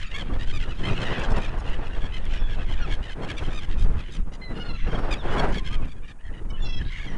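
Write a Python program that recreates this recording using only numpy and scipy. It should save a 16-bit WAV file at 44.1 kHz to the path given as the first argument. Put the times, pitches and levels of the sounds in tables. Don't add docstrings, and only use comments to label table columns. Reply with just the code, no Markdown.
import sys
import numpy as np
from scipy import signal
from scipy.io import wavfile
from scipy.ndimage import uniform_filter1d

SR = 44100
rng = np.random.default_rng(int(sys.argv[2]) if len(sys.argv) > 2 else 0)


def put_to_file(sound):
    columns = np.atleast_2d(sound).T
    safe = np.clip(columns, -1, 1)
    whole_steps = np.round(safe * 32767)
    wavfile.write(sys.argv[1], SR, whole_steps.astype(np.int16))


def convert_level_to_amplitude(level_db):
    exponent = np.asarray(level_db, float) / 20
    return 10 ** exponent


N = 316197

# (frequency [Hz], level [dB])
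THROAT = [(600, -22), (1100, -9.5), (1700, 8.5), (2150, -2), (2700, 3.5), (3250, 3.5), (4000, -6),
          (5500, -13), (7300, -16.5), (9000, -25), (11000, -25)]
# (time [s], length [s], level [dB], pitch [Hz])
CLEAR = [(0.52, 0.063, -40, 1208), (0.671, 0.053, -47, 955), (1.693, 0.063, -48.5, 940),
         (2.763, 0.025, -56, 980), (3.215, 0.043, -46.5, 1050), (3.363, 0.033, -41, 1148),
         (3.528, 0.075, -43.5, 1200), (5.105, 0.04, -34, 1168), (5.377, 0.0307, -34, 1116),
         (5.555, 0.043, -39, 1090), (5.866, 0.032, -56, 1160), (5.888, 0.046, -54, 1132),
         (5.949, 0.046, -60.5, 802)]
# (time [s], length [s], level [dB], pitch [Hz])
HOARSE = [(0, 0.04, -42.5, 1024), (0.095, 0.05, -44.5, 909), (0.132, 0.098, -42, 1127),
          (0.314, 0.053, -52.5, 1082), (0.382, 0.068, -42.5, 930), (0.944, 0.039, -47, 1100),
          (0.998, 0.0473, -38, 1010), (1.072, 0.035, -47, 940), (1.46, 0.037, -46.5, 1333),
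          (1.538, 0.051, -62, 1350), (1.991, 0.087, -48.5, 1106), (2.116, 0.077, -47, 1012),
          (2.678, 0.071, -43.5, 1009), (2.89, 0.065, -39, 1088), (3.013, 0.062, -46, 962),
          (3.07, 0.074, -46, 1021), (3.5, 0.043, -47, 1140), (3.605, 0.051, -45, 1046),
          (5.295, 0.059, -42, 980), (5.632, 0.063, -43.5, 1032), (3.775, 0.076, -50.5, 1060),
          (4.12, 0.061, -51, 1047), (6.032, 0.095, -55.5, 901), (6.067, 0.055, -54.5, 1195),
          (6.189, 0.035, -65, 910), (5.693, 0.066, -42, 1028), (6.784, 0.047, -52, 998),
          (.755, 0.077, -52, 1040), (5.77, .05, -65, 770), (4.4, .06, -59, 1000), (4.51, .05, -56, 900)]
# (time [s], length [s], level [dB], pitch [Hz])
RASPING = [(0.457, 0.065, -42.5, 1045), (0.584, 0.06, -43.5, 1038), (1.385, 0.084, -42, 1220),
           (1.637, 0.059, -47.5, 1355), (1.826, 0.061, -50, 1315), (1.916, 0.084, -51, 1054),
           (2.276, 0.11, -45.5, 1000), (2.478, 0.086, -47, 1064), (2.598, 0.05, -52, 872),
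           (3.272, 0.052, -40, 1089), (3.684, 0.066, -47, 902), (3.964, 0.051, -48.5, 1258),
           (5.51, 0.06, -41.5, 1065), (6.865, 0.14, -49, 949), (6.965, 0.11, -50, 1116),
           (7.072, 0.082, -57, 1028)]
# (time [s], length [s], level [dB], pitch [Hz], brightness [dB])
TURNED = [(0.772, 0.051, -64, 1040, 18), (1.164, 0.029, -66, 1240, 3), (1.22, 0.044, -41, 807, 4),
          (1.346, 0.044, -40.5, 890, -1), (1.569, 0.046, -56, 1340, 11), (3.417, 0.062, -47.5, 1008, 2),
          (3.768, 0.086, -50.5, 1202, 9), (4.104, 0.07, -51, 1213, 8), (4.317, 0.048, -52, 970, 5),
          (4.857, 0.016, -50, 973, -27), (5.837, 0.019, -53, 1344, -6), (6.015, 0.045, -57.5, 1170, -13),
          (6.232, 0.063, -60, 1043, 1), (6.322, 0.041, -51, 957, -12), (6.363, 0.035, -51.5, 945, -8),
          (6.775, 0.049, -46.5, 887, -28)]
# (time [s], length [s], level [dB], first pitch [Hz], last pitch [Hz])
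NOTES = [(.138, 0.03, -35, 1100, 1152), (.172, 0.04, -43.5, 1098, 1065), (.83, 0.044, -34.5, 976, 1094),
         (.864, 0.031, -38, 1033, 1040), (1.045, 0.032, -36, 984, 950), (3.072, 0.0355, -46, 990, 862),
         (4.628, 0.017, -56, 860, 870), (4.895, 0.033, -45, 1080, 1053), (4.93, 0.041, -43.5, 1050, 1085),
         (5.525, 0.026, -55, 1030, 1050), (6.085, 0.021, -68, 1220, 1140), (1.122, 0.022, -45, 920, 900),
         (1.712, 0.041, -45.5, 930, 978), (2.015, 0.058, -49, 1070, 1107), (2.115, 0.046, -44, 1018, 1034),
         (5.575, 0.026, -46, 1074, 1090), (5.645, 0.045, -48, 1041, 1047)]
# (time [s], length [s], level [dB], first pitch [Hz], last pitch [Hz])
BRIGHT_NOTES = [
    (1.188, 0.017, -50, 900, 970),
    (1.298, 0.029, -48, 900, 890),
    (1.357, 0.023, -48, 880, 925),
    (5.515, 0.037, -52, 720, 660),
]
# (time [s], length [s], level [dB], first pitch [Hz], last pitch [Hz])
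SLIDES = [(.11, .07, -44, 688, 678), (.262, .05, -52, 665, 725), (.29, .06, -45, 1165, 1150),
          (.9, .047, -52, 1130, 1235), (2.39, .097, -46, 866, 850), (2.8, .065, -36, 1480, 1225),
          (4.41, .124, -42, 2040, 1990), (5.172, .058, -45, 1920, 1600), (.06, .028, -51, 2250, 2360),
          (.17, .02, -42, 1790, 1650), (1.89, .04, -48, 1560, 1520), (1.925, .022, -46, 2850, 2750),
          (5.575, .08, -48, 1040, 1050), (5.815, .04, -49, 375, 315), (6.02, .05, -56, 2330, 2400),
          (6.04, .025, -53, 2780, 2800), (6.617, .04, -39, 3480, 3430), (7.062, .028, -44, 3220, 3230),
          (6.498, .02, -45, 752, 752)]
# (time [s], length [s], level [dB], end pitch [Hz], top pitch [Hz])
ARCHES = [
    (5.645, .19, -46, 1035, 1270),
    (6.47, .12, -52, 1005, 1130),
    (6.18, .15, -49, 840, 950),
    (6.555, .065, -48, 860, 900),
]
# (time [s], length [s], level [dB], first pitch [Hz], last pitch [Hz])
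CROAKS = [
    (4.777, 0.117, -42.5, 676, 660),
    (6.841, 0.065, -45, 548, 560),
]
# (time [s], pitch [Hz], level [dB])
LONG_CRIES = [
    [(4.546, 732, -46), (4.59, 698, -40), (4.62, 716, -38), (4.64, 698, -43), (4.678, 730, -39),
     (4.69, 700, -40), (4.73, 684, -41), (4.775, 668, -44)],
    [(6.592, 722, -52), (6.625, 695, -48), (6.66, 678, -38), (6.7, 668, -39), (6.79, 658, -40),
     (6.805, 652, -51), (6.845, 645, -52)],
    [(6.89, 1040, -50), (6.92, 1070, -40), (6.99, 1090, -41), (7.065, 1115, -43), (7.078, 995, -40),
     (7.165, 950, -46)],
]
CRY_HARMONICS_DB = [
    [-27, -6, -2.5, 0, -12, -27],
    [-25, -20, -9, 1, 0, -13],
    [0, -23.5],
    [-20, -16, -19, 2, 0],
    [-25, -20, -7, 2, -21],
    [1, -6, -13, -21],
    [0, -9],
    [-15, 0, -19],
    [-3, 0, -6],
    [0, -15],
    [0, -10],
    [0, -20],
    [0, -22],
    [-40, -40, -40, -40, -40, -4, 0, -6],
    [0, -25],
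    [0, -25],
    [0, -24],
    [0, -30],
    [-30, -30, -5, 0, -12, -22, -13, -19],
    [0, -9, -22],
    [0, -22, -28],
    [-17, 0, -14],
    [-17, 0, -7],
    [-25, -12, 0, -2, -9, -12],
    [-25, -20, -2, -5, -6, -4, 0, -6, -12],
    [-33, 1, -5, 4, -7, -2, -12, -20, -26, -24],
    [-32, -29, -13, 0, 1, -6, -18, -6, -18, -34],
    [-17, 0, -11, -21, -27, -20],
]
CRY_THROBS = 21 * [(.2, 45, .1, .003)] + [(.9, 22, .4, .02), (.5, 60, .3, .01), (.85, 45, .5, .02),
              (.6, 60, .45, .02), (.85, 22, .26, .012), (.75, 23.5, .11, .002), (.6, 88, .58, .012)]
# (time [s], length [s], level [dB], first pitch [Hz], last pitch [Hz])
WHISTLES = [(1.025, .175, -61, 6150, 5020), (2.32, .11, -59, 5650, 5380), (2.5, .04, -62, 5400, 5440),
            (3.33, .085, -68, 6550, 5750), (4.73, .175, -67, 6750, 5600), (4.875, .22, -62, 5620, 5370),
            (6.53, .045, -50, 2980, 2945), (5.085, .025, -64, 5380, 4600), (6.49, .02, -69, 7000, 8500),
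            (3.415, .04, -68, 5700, 6080), (3.455, .06, -69, 6050, 5150), (3.515, .04, -67, 5080, 5400)]
# (frequency ratio [1], relative level [dB])
UNDERTONES = [(.5, 9), (0.45, -9), (.5, -15), (0.52, -6), (.857, -6), (.857, 0), (0.45, -10), (.857, -12),
              (.5, -20), (.5, -9), (.5, 3), (.49, 10)]
# (time [s], level [dB])
FAR = [(0.0, -27.5), (0.14, -46.5), (0.94, -29.5), (1.1, -25), (1.46, -39), (2.31, -39), (2.91, -34),
       (3.13, -55), (3.45, -30), (3.7, -44.5), (4.15, -38), (4.37, -91), (4.55, -41.5), (5.4, -36),
       (5.85, -45), (6.3, -93), (6.59, -45.5), (6.95, -43)]
# (frequency [Hz], density [dB per Hz])
BUFFET = [(1.8, -47), (3.0, 2.5), (23, 4.5), (35, -7.5), (65, -12.5), (300, -35), (390, -42), (660, -120)]
# (frequency [Hz], density [dB per Hz])
RUSH = [(50, -37), (110, 3), (250, -6.5), (450, -12), (900, -49.5)]
# (frequency [Hz], density [dB per Hz])
ROAR = [(200, -3), (420, 1), (800, -2), (1500, -7), (3000, -22), (6000, -38.5), (11000, -52)]
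# (time [s], level [dB])
WIND = [(0.0, -29), (0.5, -18), (1.18, -25), (1.36, -15), (1.44, -22.5), (2.97, -19.5), (3.07, -26),
        (3.61, -19.5), (3.97, -19), (4.03, -28.5), (4.25, -20), (4.37, -34.5), (4.71, -22.5), (5.85, -18.5),
        (5.89, -29.5), (6.19, -35), (6.71, -22), (7.17, -28.5)]
# (time [s], length [s], level [dB], change to end [dB], roar share [dB])
GUSTS = [(0.12, 0.3, -55, -15, 4.5), (0.208, 0.63, -33.5, -12.5, -10.5), (0.79, 0.097, -38.5, 16, -12.5),
         (0.962, 0.44, -34.5, 6, -5), (1.498, 0.68, -38, -9, -3), (2.183, 0.78, -42.5, -1, -6.5),
         (2.922, 0.16, -46.5, 2, -1.5), (3.191, 0.83, -33, -12.5, -9), (3.808, 0.18, -39, 6, -11.5),
         (4.121, 0.042, -38, 7.5, -18.5), (4.267, 0.45, -43, 9.5, -12), (4.881, 0.26, -37, 5, -3.5),
         (5.224, 0.078, -38, 10, -3), (5.328, 0.13, -28.5, 5.5, -4.5), (5.497, 0.16, -23, -18, -15.5),
         (5.659, 0.17, -46.5, 14.5, -13.5), (5.912, 0.21, -45, 0, -17.5), (6.328, 0.34, -36, -10, -15.5),
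         (6.632, 0.24, -35, -10.5, -14), (7.002, 0.17, -44.5, 12.5, -13.5)]
# (time [s], peak level [dB])
TICKS = [
    (1.385, -34),
    (1.698, -37),
    (2.254, -41),
    (5.8558, -45),
    (6.4944, -61),
    (6.842, -55),
    (3.689, -47),
]
# (frequency [Hz], density [dB per Hz])
HISS = [(500, -32), (1500, 18), (4000, -4), (7000, 3), (10000, 5.5), (12000, -44)]
# (frequency [Hz], rms level [dB])
WHINE = [
    (6700, -80),
    (9600, -88),
]

EDGE_HZ = 10950


def near_flock():
    calls = []
    for rows, rough, bright_db in ((CLEAR, .31, 0), (HOARSE, .63, -1.2), (RASPING, .8, -1)):
        calls += [(*row, rough, bright_db) for row in rows]
    turned_rough = .56
    calls += [(*row, turned_rough, bright_db) for *row, bright_db in TURNED]
    out = np.zeros(N)
    for time_s, *call in calls:
        a, b, c = rng.random(3)
        add(out, time_s, squawk(*call, throb_hz=68 + 18 * a, bend=.05 + .07 * b, slur=.07 * (c - .5)))
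    return out


def squawk(length_s, db, hz, rough, bright_db, throb_hz, bend, slur, count=20):
    t = np.arange(0, length_s, 1 / SR)
    u = 2 * t / length_s - 1
    burst = (t * throb_hz + 0.1 * wander(len(t), 40)) % 1

    call_bend = slur * u - bend * (u ** 2 - .2)
    burst_bend = -.06 * (2 * burst - 1) ** 2
    jitter = (.008 + .016 * rough) * wander(len(t), 90)
    pitch = 1.025 + call_bend + burst_bend + jitter

    half_db = -26 + 26 * rough

    def colour_db(k, f):
        facing_db = bright_db * np.clip(np.log2(f / 3300) * 1.5, -.5, 1)
        return read(THROAT, f) + facing_db + half_db * (k % 2)

    tone = stack(hz / 2 * pitch, colour_db, .06 + .66 * rough, count)
    opening = .08 + .22 * rough + 1.05 * np.sin(np.pi * burst) ** 1.1
    gate = opening * convert_level_to_amplitude(1.5 * wander(len(t), 70))
    swell = (1 + u) ** 1.05 * (1 - u) ** .48
    return convert_level_to_amplitude(db + 3.5) * tone * gate * swell


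def notes():
    out = np.zeros(N)
    for rows, bright_db in ((NOTES, -5), (BRIGHT_NOTES, 13)):
        for time_s, length_s, db, first_hz, last_hz in rows:
            mean_hz = (first_hz + last_hz) / 2
            slur = (last_hz - first_hz) / (last_hz + first_hz)
            note = squawk(length_s, db, .98 * mean_hz, .2, bright_db, throb_hz=56.0, bend=.03, slur=slur)
            add(out, time_s, note)
    return out


def cries():
    effort_tilt = 0.16
    uneven_db = 2.5
    out = np.zeros(N)
    curves = [slide(*row, ends_db=-4) for row in SLIDES]
    curves += [arch(*row, ends_db=-8) for row in ARCHES]
    curves += [slide(*row, ends_db=-4) for row in CROAKS] + LONG_CRIES
    for rows, parts_db, (depth, rate_hz, hoarse, sag) in zip(curves, CRY_HARMONICS_DB, CRY_THROBS):
        t, hz, db = columns(rows)
        beat = rate_hz * (t - t[0]) + 0.09 * wander(len(t), 13.7)
        throb_sag = sag * (.5 - beat % 1)
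        waver = (.005 + .018 * hoarse) * wander(len(t), 60)

        def colour_db(k, f):
            above_strongest = max(k - np.argmax(parts_db), 0)
            fading_db = effort_tilt * above_strongest * (db - db.max())
            return parts_db[k - 1] + fading_db + uneven_db * wander(len(t), 12)

        tone = stack(hz * (1 + throb_sag + waver), colour_db, hoarse, len(parts_db))
        pulse = 1 - depth * np.cos(np.pi * beat) ** 6
        fade = signal.windows.tukey(len(t), min(.024 * SR / len(t), .5))
        add(out, t[0], convert_level_to_amplitude(db) * tone * pulse * fade)
    return out


def slide(time_s, length_s, db, first_hz, last_hz, ends_db, midway=.25):
    middle_hz = first_hz + midway * (last_hz - first_hz)
    return [(time_s, first_hz, db + ends_db),
            (time_s + length_s / 2, middle_hz, db),
            (time_s + length_s, last_hz, db + ends_db)]


def arch(time_s, length_s, db, end_hz, top_hz, ends_db):
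    return [(time_s, end_hz, db + ends_db),
            (time_s + length_s / 2, top_hz, db),
            (time_s + length_s, end_hz, db + ends_db)]


def whistles():
    out = np.zeros(N)
    for row, (ratio, under_db) in zip(WHISTLES, UNDERTONES):
        t, hz, db = columns(slide(*row, ends_db=-1.5, midway=0.7))
        phase = 2 * np.pi * np.cumsum(hz * (1 + .006 * wander(len(t), 70))) / SR
        tone = np.cos(phase) + convert_level_to_amplitude(under_db) * np.cos(ratio * phase)
        level = convert_level_to_amplitude(db + 2 + 2.5 * wander(len(t), 39))
        add(out, t[0], level * tone * signal.windows.tukey(len(t), .2))
    return out


def stack(hz, colour_db, hoarse, count):
    turns, out = np.cumsum(hz) / SR, 0
    for k in range(1, count + 1):
        flutter_hz = 160 + 25 * k
        steady = convert_level_to_amplitude(2.2 * wander(len(hz), 30))
        breathy = wander(len(hz), flutter_hz) + 1j * wander(len(hz), flutter_hz)
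        flutter = (1 - hoarse) * steady + hoarse * breathy
        line = (flutter * np.exp(2j * np.pi * (k * turns + rng.random()))).real
        out = out + convert_level_to_amplitude(colour_db(k, k * hz)) * (k * hz < EDGE_HZ) * line
    return evened(out)


def scattered(x):
    t60_s, level_db = .1, -16
    t = np.arange(round(t60_s * SR)) / SR
    sparse = rng.random(len(t)) < .05
    taps = rng.standard_normal(len(t)) * sparse * convert_level_to_amplitude(-60 * t / t60_s)
    taps = signal.lfilter([1], [1, -.5], taps)
    return convert_level_to_amplitude(level_db) * signal.oaconvolve(x, taps / np.linalg.norm(taps))[:N]


def far_flock():
    out = np.zeros(N)
    for at, a, b, c in rng.random((110, 4)):
        call = squawk(0.0421 + 0.086 * a, 4 * c, 800 + 550 * b, 0.62, -5.5,
                      throb_hz=85.3, bend=0.05, slur=0.06 * (a - c), count=12)
        add(out, at * N / SR, call)
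    out += .55 * evened(noise(THROAT, 3.0, 1.0, size=512)) * np.std(out)
    presence_db = np.interp(np.arange(N) / SR, *np.transpose(FAR))
    return evened(out) * convert_level_to_amplitude(presence_db - 11.0)


def wind():
    t = np.arange(N) / SR
    rushing, roaring = gusts()
    eddies = wander(N, 35)
    lumps = noise(BUFFET, 0.19, 2.17, size=8192) * convert_level_to_amplitude(np.interp(t, *np.transpose(WIND)) + 2.3 * eddies)
    rush = noise(RUSH, 2.86, 2.1, size=1024) * rushing * convert_level_to_amplitude(1.75 * eddies - 3.5)
    roar = noise(ROAR, 0.97, 0.8, size=512) * roaring * convert_level_to_amplitude(2.79 * eddies + 3.5)
    return lumps + rush + roar


def gusts():
    rise_s, fall_s, calm_rush_db, calm_roar_db = 0.087, 0.13, -68, -63.5
    t = np.arange(N) / SR
    rush_power, roar_power = convert_level_to_amplitude(calm_rush_db) ** 2, convert_level_to_amplitude(calm_roar_db) ** 2
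    for time_s, length_s, db, change_db, roar_db in GUSTS:
        onset = (t - time_s) / rise_s + .5
        release = (time_s + length_s - t) / fall_s + .5
        edges = np.clip(np.minimum(onset, release), 0, 1)
        power = edges * convert_level_to_amplitude(db + change_db * np.clip((t - time_s) / length_s, 0, 1)) ** 2
        rush_power = rush_power + power
        roar_power = roar_power + power * convert_level_to_amplitude(roar_db) ** 2
    return np.sqrt(rush_power), np.sqrt(roar_power)


def ticks():
    out, t = np.zeros(N), np.arange(300) / SR
    for time_s, db in TICKS:
        snap = signal.lfilter([1], [1, -.8], rng.standard_normal(len(t)))
        add(out, time_s, convert_level_to_amplitude(db) * snap * np.exp(-t / 0.00091))
    return out


def electronics():
    t = np.arange(N) / SR
    hiss = convert_level_to_amplitude(-67.5) * noise(HISS, .6, .4, size=1024)
    return hiss + sum(convert_level_to_amplitude(db + 1.0) * np.sin(2 * np.pi * hz * t) for hz, db in WHINE)


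def noise(shape, patchy_db, flicker_db, size):
    frames, hz = 4 * N // size + 5, np.fft.rfftfreq(size, 1 / SR)
    a, b, patches = rng.standard_normal((frames, len(hz), 3)).T
    patches = evened(uniform_filter1d(uniform_filter1d(patches, 6, 0), 6, 1))
    flicker = evened(uniform_filter1d(rng.standard_normal(frames), 3))
    level_db = read(shape, hz)[:, None] + patchy_db * patches + flicker_db * flicker
    z = (a + 1j * b) * convert_level_to_amplitude(level_db)
    return evened(signal.istft(z, nperseg=size, noverlap=3 * size // 4)[1][:N])


def wander(count, hz):
    at = np.arange(count) * 1.5 * hz / SR
    knots = rng.standard_normal(int(at[-1]) + 2)
    return np.sqrt(1.5) * np.interp(at, np.arange(len(knots)), knots)


def evened(x):
    return x / np.sqrt(np.mean(x ** 2) + 1e-20)


def read(points, hz):
    f, value_db = np.transpose(points)
    return np.interp(np.log(hz + 1), np.log(f + 1), value_db)


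def columns(rows):
    s, *rest = np.transpose(rows)
    t = np.arange(s[0], s[-1], 1 / SR)
    return [t] + [np.interp(t, s, c) for c in rest]


def add(mix, time_s, sound):
    part = mix[round(time_s * SR):][:len(sound)]
    part += sound[:len(part)]


def scene():
    gulls = near_flock() + notes() + cries() + whistles()
    sand_echo = 0.091 * np.concatenate([np.zeros(260), gulls])[:N]
    air = far_flock() + wind() + ticks()
    return (gulls + sand_echo + scattered(gulls) + air)[None]


def band_limit(x):
    return signal.sosfilt(signal.butter(12, 11260, fs=SR, output="sos"), x)


def record(dry):
    x = dry + electronics()
    x = .42 * np.tanh(x / .42)
    low_pass = signal.firwin(151, EDGE_HZ, window=("kaiser", 5), fs=SR)
    mix = signal.oaconvolve(x, low_pass[None], "same")
    return band_limit(mix)


dry = scene()
out = record(dry)
put_to_file(out)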